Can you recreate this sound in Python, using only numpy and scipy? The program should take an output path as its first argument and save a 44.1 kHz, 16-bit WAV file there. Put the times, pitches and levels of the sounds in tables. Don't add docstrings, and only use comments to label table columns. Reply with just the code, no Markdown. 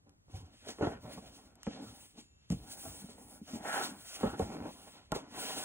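import sys
import numpy as np
from scipy import signal
from scipy.fft import rfft, irfft
from scipy.io import wavfile
from scipy.ndimage import uniform_filter1d, map_coordinates

SR = 44100
rng = np.random.default_rng(int(sys.argv[2]) if len(sys.argv) > 2 else 0)


def wav_record(signal):
    frames = np.transpose(np.atleast_2d(signal))
    bounded = np.clip(frames, -1, 1)
    quanta = np.round(bounded * 32767).astype(np.int16)
    wavfile.write(sys.argv[1], SR, quanta)


def volts(x):
    e = np.asarray(x, float) / 20
    return 10 ** e


N = 248825
T = np.arange(N) / SR
TREBLE_LAG = 5


def unit(x):
    return x / np.sqrt(np.mean(x ** 2))


def peak(x, level_db):
    return x * volts(level_db) / np.abs(x).max()


def colour(x, points):
    hz, db = np.transpose(points)
    log_hz = np.log(np.arange(1, N // 2 + 2) * SR / N)
    below = np.maximum(np.log(hz[0]) - log_hz, 0)
    above = np.maximum(log_hz - np.log(hz[-1]), 0)
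    gain_db = np.interp(log_hz, np.log(hz), db) - 20 * (below + above)
    return unit(irfft(rfft(x) * volts(gain_db), N))


def walk(rate):
    hold = int(SR / rate)
    steps = np.repeat(rng.standard_normal(N // hold + 1), hold)
    return unit(uniform_filter1d(steps, hold)[:N])


def slips(rate, spread_db):
    chance, sign, size = rng.random((3, N))
    heights = volts(-spread_db * np.log(1 - .95 * size))
    return unit((chance < rate / SR) * np.sign(sign - .5) * heights)


def patchy(x, patchy_db, rate, octaves):
    octave = np.log2(np.arange(1, N // 2 + 2) * SR / N)
    spectrum = rfft(x)
    total = np.zeros(N)
    for centre in np.arange(7, 14.5, octaves):
        band = irfft(spectrum * np.clip(1 - np.abs(octave - centre) / octaves, 0, 1), N)
        total += band * volts(patchy_db * walk(rate))
    return unit(total)


def gesture(start, end, first_db, last_db, rise, fall):
    start, end, first_db, last_db = (np.reshape(c, (-1, 1)) for c in (start, end, first_db, last_db))
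    along = np.clip((T - start) / np.maximum(end - start, 1 / SR), 0, 1)
    edges = rise * np.maximum(start - T, 0) + fall * np.maximum(T - end, 0)
    return volts(first_db + (last_db - first_db) * along - edges)


def ring(modes, seconds):
    t = np.arange(int(seconds * SR)) / SR
    decay = -np.log(1000) * t
    return sum(volts(db) * np.sin(2 * np.pi * hz * t) * np.exp(decay / t60) for hz, db, t60 in modes)


def detuned_walls(level_scale=1, ring_scale=1):
    detune = 1 + .06 * rng.standard_normal(len(WALL_MODES))
    return [(hz * d, db * level_scale, t60 * ring_scale) for (hz, db, t60), d in zip(WALL_MODES, detune)]


def add(out, sound, start_s):
    i = int(start_s * SR)
    out[i:i + len(sound)] += sound[:N - i]


def lagged(x, lag):
    i = np.arange(N)
    return np.array([map_coordinates(x, [i - lag / 2], order=3), map_coordinates(x, [i + lag / 2], order=3)])


# hz [Hz], level_db [relative dB]
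ROOM_SPECTRUM = [(35, -6.5), (80, -3), (400, -26), (2500, -42), (9000, -43)]


def room():
    common_db = -68
    mid = colour(rng.standard_normal(N), ROOM_SPECTRUM)
    side = colour(rng.standard_normal(N), ROOM_SPECTRUM)
    side = signal.sosfilt(signal.butter(1, 900, "high", fs=SR, output="sos"), side)
    return volts(common_db) * (lagged(mid, TREBLE_LAG) + 2.7 * side * np.array([[1], [-1]]))


# hz [Hz], level_db [relative dB], t60_s [s]
WALL_MODES = [(470, -1, .045), (575, -1, .04), (700, -1, .04), (830, -3, .035), (1020, -6, .03),
              (1260, -6, .03), (1500, -11, .025), (1750, -12, .022), (2000, -14, .02), (2600, -20, .015)]
# start_s [s], end_s [s], scrape_db [dB], creak_db [dB], change_db [dB along the slide]
SLIDES = [(0.072, 0.108, -71, -64.5, -5.5), (0.302, 0.558, -64, -61, -9.5),
          (0.624, 0.692, -68.5, -70, 16.5), (0.824, 0.971, -39, -36, -18.5),
          (1.043, 1.155, -60, -57.5, 4.5), (1.229, 1.62, -63.5, -59.5, -10), (1.706, 1.835, -59, -52.5, 1),
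          (1.842, 2.05, -68, -63, -4.5), (2.156, 2.196, -86, -57.5, 0), (2.53, 2.63, -77, -55, -4),
          (2.627, 2.812, -69, -68, 7.5), (2.853, 2.958, -58.5, -54, -6), (2.985, 3.384, -68, -62.5, 3),
          (3.48, 3.624, -59.5, -59, 5.5), (3.66, 3.814, -45.5, -58.5, 4.5), (3.857, 3.933, -58.5, -52, 0.5),
          (3.96, 4.21, -71, -81.5, 12.5), (4.225, 4.37, -45.5, -41.5, -9), (4.417, 4.672, -52.5, -47.5, 1),
          (4.758, 4.997, -64.5, -66, 0.5), (5.125, 5.168, -48.5, -50, -10.5), (5.191, 5.34, -59, -57.5, 1),
          (5.356, 5.637, -52, -58, 3.5)]
# hz [Hz], level_db [relative dB]
SCRAPE_SPECTRUM = [(300, -2.5), (650, 9.5), (1300, -3.5), (2200, -9.5), (4000, -12.5)]
RASP_SPECTRUM = [(800, -15), (1500, 9), (3200, -23.5)]
CREAK_SPECTRUM = [(80, -26), (160, 1.5), (280, 7.5), (450, -13.5), (900, -18)]


def sliding():
    start, end, scrape_db, creak_db, change_db = np.transpose(SLIDES)
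    slide = gesture(start, end, 0 * change_db, change_db, rise=795, fall=256.5)
    judder = walk(45)
    walls = ring(WALL_MODES, .1)

    grain = patchy(slips(2500, 2.8), patchy_db=3, rate=13, octaves=.3)
    scrape_ring = unit(signal.fftconvolve(grain, walls)[:N])
    scrape = colour(grain, SCRAPE_SPECTRUM) + volts(-24) * scrape_ring
    scrape = scrape * (volts(scrape_db) @ slide) * volts(2.5 * judder)

    rasp_db = scrape_db - 14 + 0.87 * (scrape_db - creak_db)
    rasp = colour(grain, RASP_SPECTRUM) * (volts(rasp_db) @ slide)

    jerks = slips(450, 2.0)
    creak_ring = unit(signal.fftconvolve(jerks, walls)[:N])
    creak = colour(jerks, CREAK_SPECTRUM) + volts(-16) * creak_ring
    creak = creak * (volts(creak_db) @ slide) * volts(0.74 * judder)
    return rasp + scrape + creak


# start_s [s], level_db [peak dB]
SNAPS = [(0.094, -53), (1.555, -48.5), (1.632, -34), (2.502, -30), (2.521, -32.5), (4.394, -32),
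         (5.1191, -24.5)]


def snaps():
    out = np.zeros(N)
    t = np.arange(int(.04 * SR)) / SR
    band = signal.butter(1, [1200, 9000], "band", fs=SR, output="sos")
    for start_s, level_db in SNAPS:
        decay = np.exp(-t / 0.00084) + 0.2 * np.exp(-t / 0.006)
        click = signal.sosfilt(band, rng.standard_normal(len(t)) * decay)
        add(out, peak(click, level_db), start_s)
    return out


# [s, base of the hollow t60 and wall chatter]
KNOCKS = [(0.282, -52, 88, -4.5, 0.025), (0.334, -45, 93.2, -2.5, 0.38), (0.427, -45, 83, -26, 0.19),
          (0.668, -51, 398, 10.5, 0.098), (0.689, -41.5, 245, 4.5, 0.09), (0.786, -46, 350, 8, 0.23),
          (0.81, -30, 428, 4.5, 0.035), (0.825, -26, 318.5, 0.5, 0.097), (0.838, -34.5, 293, 7, 0.1),
          (0.871, -33, 132, 13, 0.07), (1.041, -50, 169.3, -9, 0.49), (1.174, -42, 189, 2.5, 0.1),
          (1.673, -27, 217, -4, 0.053), (2.176, -46.5, 235.6, -2.5, 0.12),
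          (2.504, -24.5, 176.5, -11.5, 0.066), (2.522, -25, 193, -12, 0.069), (2.854, -48, 142, 7.5, 0.071),
          (3.022, -45, 198, -32, 0.043), (3.042, -39.5, 188, -27, 0.052), (3.088, -49, 240, 0.5, 0.13),
          (3.18, -55.5, 214, 5, 0.28), (3.415, -39, 214, -37, 0.06), (3.533, -32, 234, -10, 0.073),
          (3.555, -35.5, 231, -5, 0.074), (4.232, -28, 220, 5.5, 0.14), (4.257, -29.5, 195, -0.5, 0.1),
          (4.33, -38, 363, -7.5, 0.1), (4.397, -31.5, 198.5, 11, 0.098), (4.419, -30, 72, -1.5, 0.087),
          (4.653, -42, 317, -2, 0.1), (5.121, -36.5, 311, 13.5, 0.074), (5.149, -45, 306, 12.5, 0.08),
          (5.161, -45.5, 400, 17, 0.056), (5.377, -42.5, 342, 6, 0.039), (5.568, -43.5, 297, 6, 0.14)]
# ratio [multiple of pitch_hz], level_db [relative dB], share [multiple of ring_s]
HOLLOW_MODES = [(0.403, -15.5, 1.08), (1.005, 6, 0.68), (1.301, -10, 1.38), (1.748, -13, 0.82)]


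def knocks():
    out = np.zeros(N)
    seconds = .25
    t = np.arange(int(seconds * SR)) / SR
    for start_s, level_db, pitch_hz, wall_db, ring_s in KNOCKS:
        modes = [(pitch_hz * ratio, db, ring_s * share) for ratio, db, share in HOLLOW_MODES]
        hollow = ring(modes, seconds) * (1 - np.exp(-t / 0.0055))
        grit = uniform_filter1d(rng.standard_normal(len(t)), size=18)
        grit[:3] += 1.2
        burst = grit * np.exp(-t / (0.1 * ring_s))
        walls = signal.fftconvolve(ring(detuned_walls(), seconds), burst)[:len(t)]
        add(out, peak(hollow, level_db) + peak(walls, level_db + wall_db), start_s)
    return out


# start_s [s], end_s [s], first_db [hiss dB], last_db [hiss dB], sheen_db [dB relative to the hiss]
STROKES = [(0.342, 0.371, -60, -58, -5), (0.405, 0.714, -77.5, -58, -11), (0.775, 0.907, -65, -61, -5.5),
           (1.024, 1.096, -66, -73, -5.5), (1.134, 1.18, -57, -62, -1), (1.27, 1.473, -60.5, -67, -4),
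           (1.663, 1.824, -52.5, -62, -41), (1.827, 2.055, -67, -60, 4), (2.212, 2.217, -54.5, -62, -9.5),
           (2.292, 2.45, -81.5, -72, -35.5), (2.55, 2.674, -71, -60.5, 2.5), (2.717, 3.026, -59, -59, 8.5),
           (3.102, 3.176, -58, -74.5, -5), (3.206, 3.349, -70.5, -67, 11), (3.491, 3.555, -56.5, -52, -0.5),
           (3.683, 3.846, -48.5, -41.5, -0.5), (3.948, 4.098, -66, -55, 5), (4.142, 4.324, -49, -62, -0.5),
           (4.403, 4.625, -54, -65, -3), (4.676, 4.924, -62, -60.5, 1), (4.954, 5.1, -65, -73.5, -26),
           (5.206, 5.32, -70, -69, -33), (5.402, 5.7, -43, -46, 0)]
# start_s [s], level_db [hiss dB]
FLICKS = [(0.687, -49), (2.516, -47), (5.154, -40)]
# hz [Hz], level_db [relative dB]
HISS_SPECTRUM = [(700, -3.5), (2000, 4), (3500, 11.5), (6500, 4), (9000, -6), (11500, -23.5)]
SHEEN_SPECTRUM = [(10000, 0), (12000, -12), (15500, 0)]


def fingers():
    start, end, first_db, last_db, sheen_db = np.transpose(STROKES)
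    stroke = gesture(start, end, first_db, last_db, rise=306.5, fall=265)
    start, level_db = np.transpose(FLICKS)
    flick = gesture(start, start, level_db, level_db, rise=1192, fall=454).sum(axis=0)
    grain = patchy(slips(15000, 1.0), patchy_db=1.6, rate=16, octaves=.5)
    hiss = colour(grain, HISS_SPECTRUM) * (stroke.sum(axis=0) + flick)
    sheen = colour(grain, SHEEN_SPECTRUM) * (volts(sheen_db) @ stroke + volts(-8) * flick)
    return (hiss + sheen) * volts(1.7 * walk(40))


# start_s [s, at the height of the boom], level_db [boom dB]
SHOVES = [(0.345, -41), (0.83, -32.5), (1.05, -51), (1.25, -50.5), (1.68, -52.5), (1.871, -52.5),
          (2.516, -39), (2.87, -49), (3.251, -54), (3.55, -53.5), (4.246, -36.5), (4.43, -38.5),
          (4.6, -51.5)]
# hz [Hz], level_db [relative dB]
BOOM_SPECTRUM = [(36, -18), (50, -2.5), (80, -5.5), (120, -4.5)]


def shoves():
    start, level_db = np.transpose(SHOVES)
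    shove = gesture(start, start, level_db, level_db, rise=1177, fall=162).sum(axis=0)
    return colour(rng.standard_normal(N), BOOM_SPECTRUM) * shove * volts(2.5 * walk(10))


# start_s [s], level_db [peak dB]
TAPS = [(0.786, -40), (1.668, -29), (1.733, -43), (2.602, -50), (2.883, -41), (3.145, -50), (4.21, -32),
        (4.383, -36), (4.503, -35), (4.519, -35), (4.549, -36), (4.568, -32), (4.604, -35), (4.625, -35),
        (5.243, -43)]


def taps():
    out = np.zeros(N)
    for start_s, level_db in TAPS:
        tick = ring(detuned_walls(level_scale=.5, ring_scale=.8), .05)
        add(out, peak(tick, level_db), start_s)
    return out


# hz [Hz], level_db [initial peak dB], t60_s [s]
BRACELET_MODES = [(2688, -78, 5.8), (7064, -66.5, 1.2)]


def bracelet():
    out = np.zeros(N)
    add(out, ring(BRACELET_MODES, .325), 2.177)
    return out


# time_s [s], lag [samples, left later]
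BEARING = [(0, 11), (2.5, -5.5), (3.9, -4.5), (4.2, 5.5), (5.64, 4.5)]


def at_ports(box, bright):
    low = signal.sosfiltfilt(signal.butter(3, 3600, fs=SR, output="sos"), box)
    bearing = np.interp(T, *np.transpose(BEARING))
    return lagged(low, bearing) + lagged(box - low + bright, TREBLE_LAG)


def echo(x, t60):
    t = np.arange(int(.3 * SR)) / SR
    tail = rng.standard_normal((2, len(t))) * np.exp(-np.log(1000) * t / t60)
    tail = signal.sosfilt(signal.butter(2, [480, 2800], "band", fs=SR, output="sos"), tail)
    tail = tail / np.sqrt(np.sum(tail ** 2) / 2)
    return signal.fftconvolve(x[None], tail, axes=1)[:, :N]


def thinned(x):
    hz = np.arange(N + 1) * SR / (2 * N)
    turn = np.pi * hz * TREBLE_LAG / SR

    def part(weight, gain):
        gate = gain ** 10 / (gain ** 10 + volts(10 * -10))
        keep = np.where(hz > 3000, gate, 1)
        return irfft(rfft(x[0] + weight * x[1], 2 * N) * keep)[:N] / 2

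    mid = part(1, np.cos(turn))
    side = part(-1.01, np.sin(turn))
    return np.array([mid + side, mid - side])


def scene():
    box = sliding() + shoves() + knocks() + taps()
    near = at_ports(box, fingers() + bracelet())
    return thinned(near + volts(-13) * echo(box, 0.11) + room()) + lagged(snaps(), TREBLE_LAG)


def roll_off(x):
    return signal.sosfilt(signal.butter(12, 16680, fs=SR, output="sos"), x)


def record(dry):
    x = signal.sosfilt(signal.butter(3, 42, "high", fs=SR, output="sos"), dry)
    x = signal.sosfilt(signal.ellip(12, .3, 70, 15720, fs=SR, output="sos"), x)
    return roll_off(x)


dry = scene()
out = record(dry)
wav_record(out)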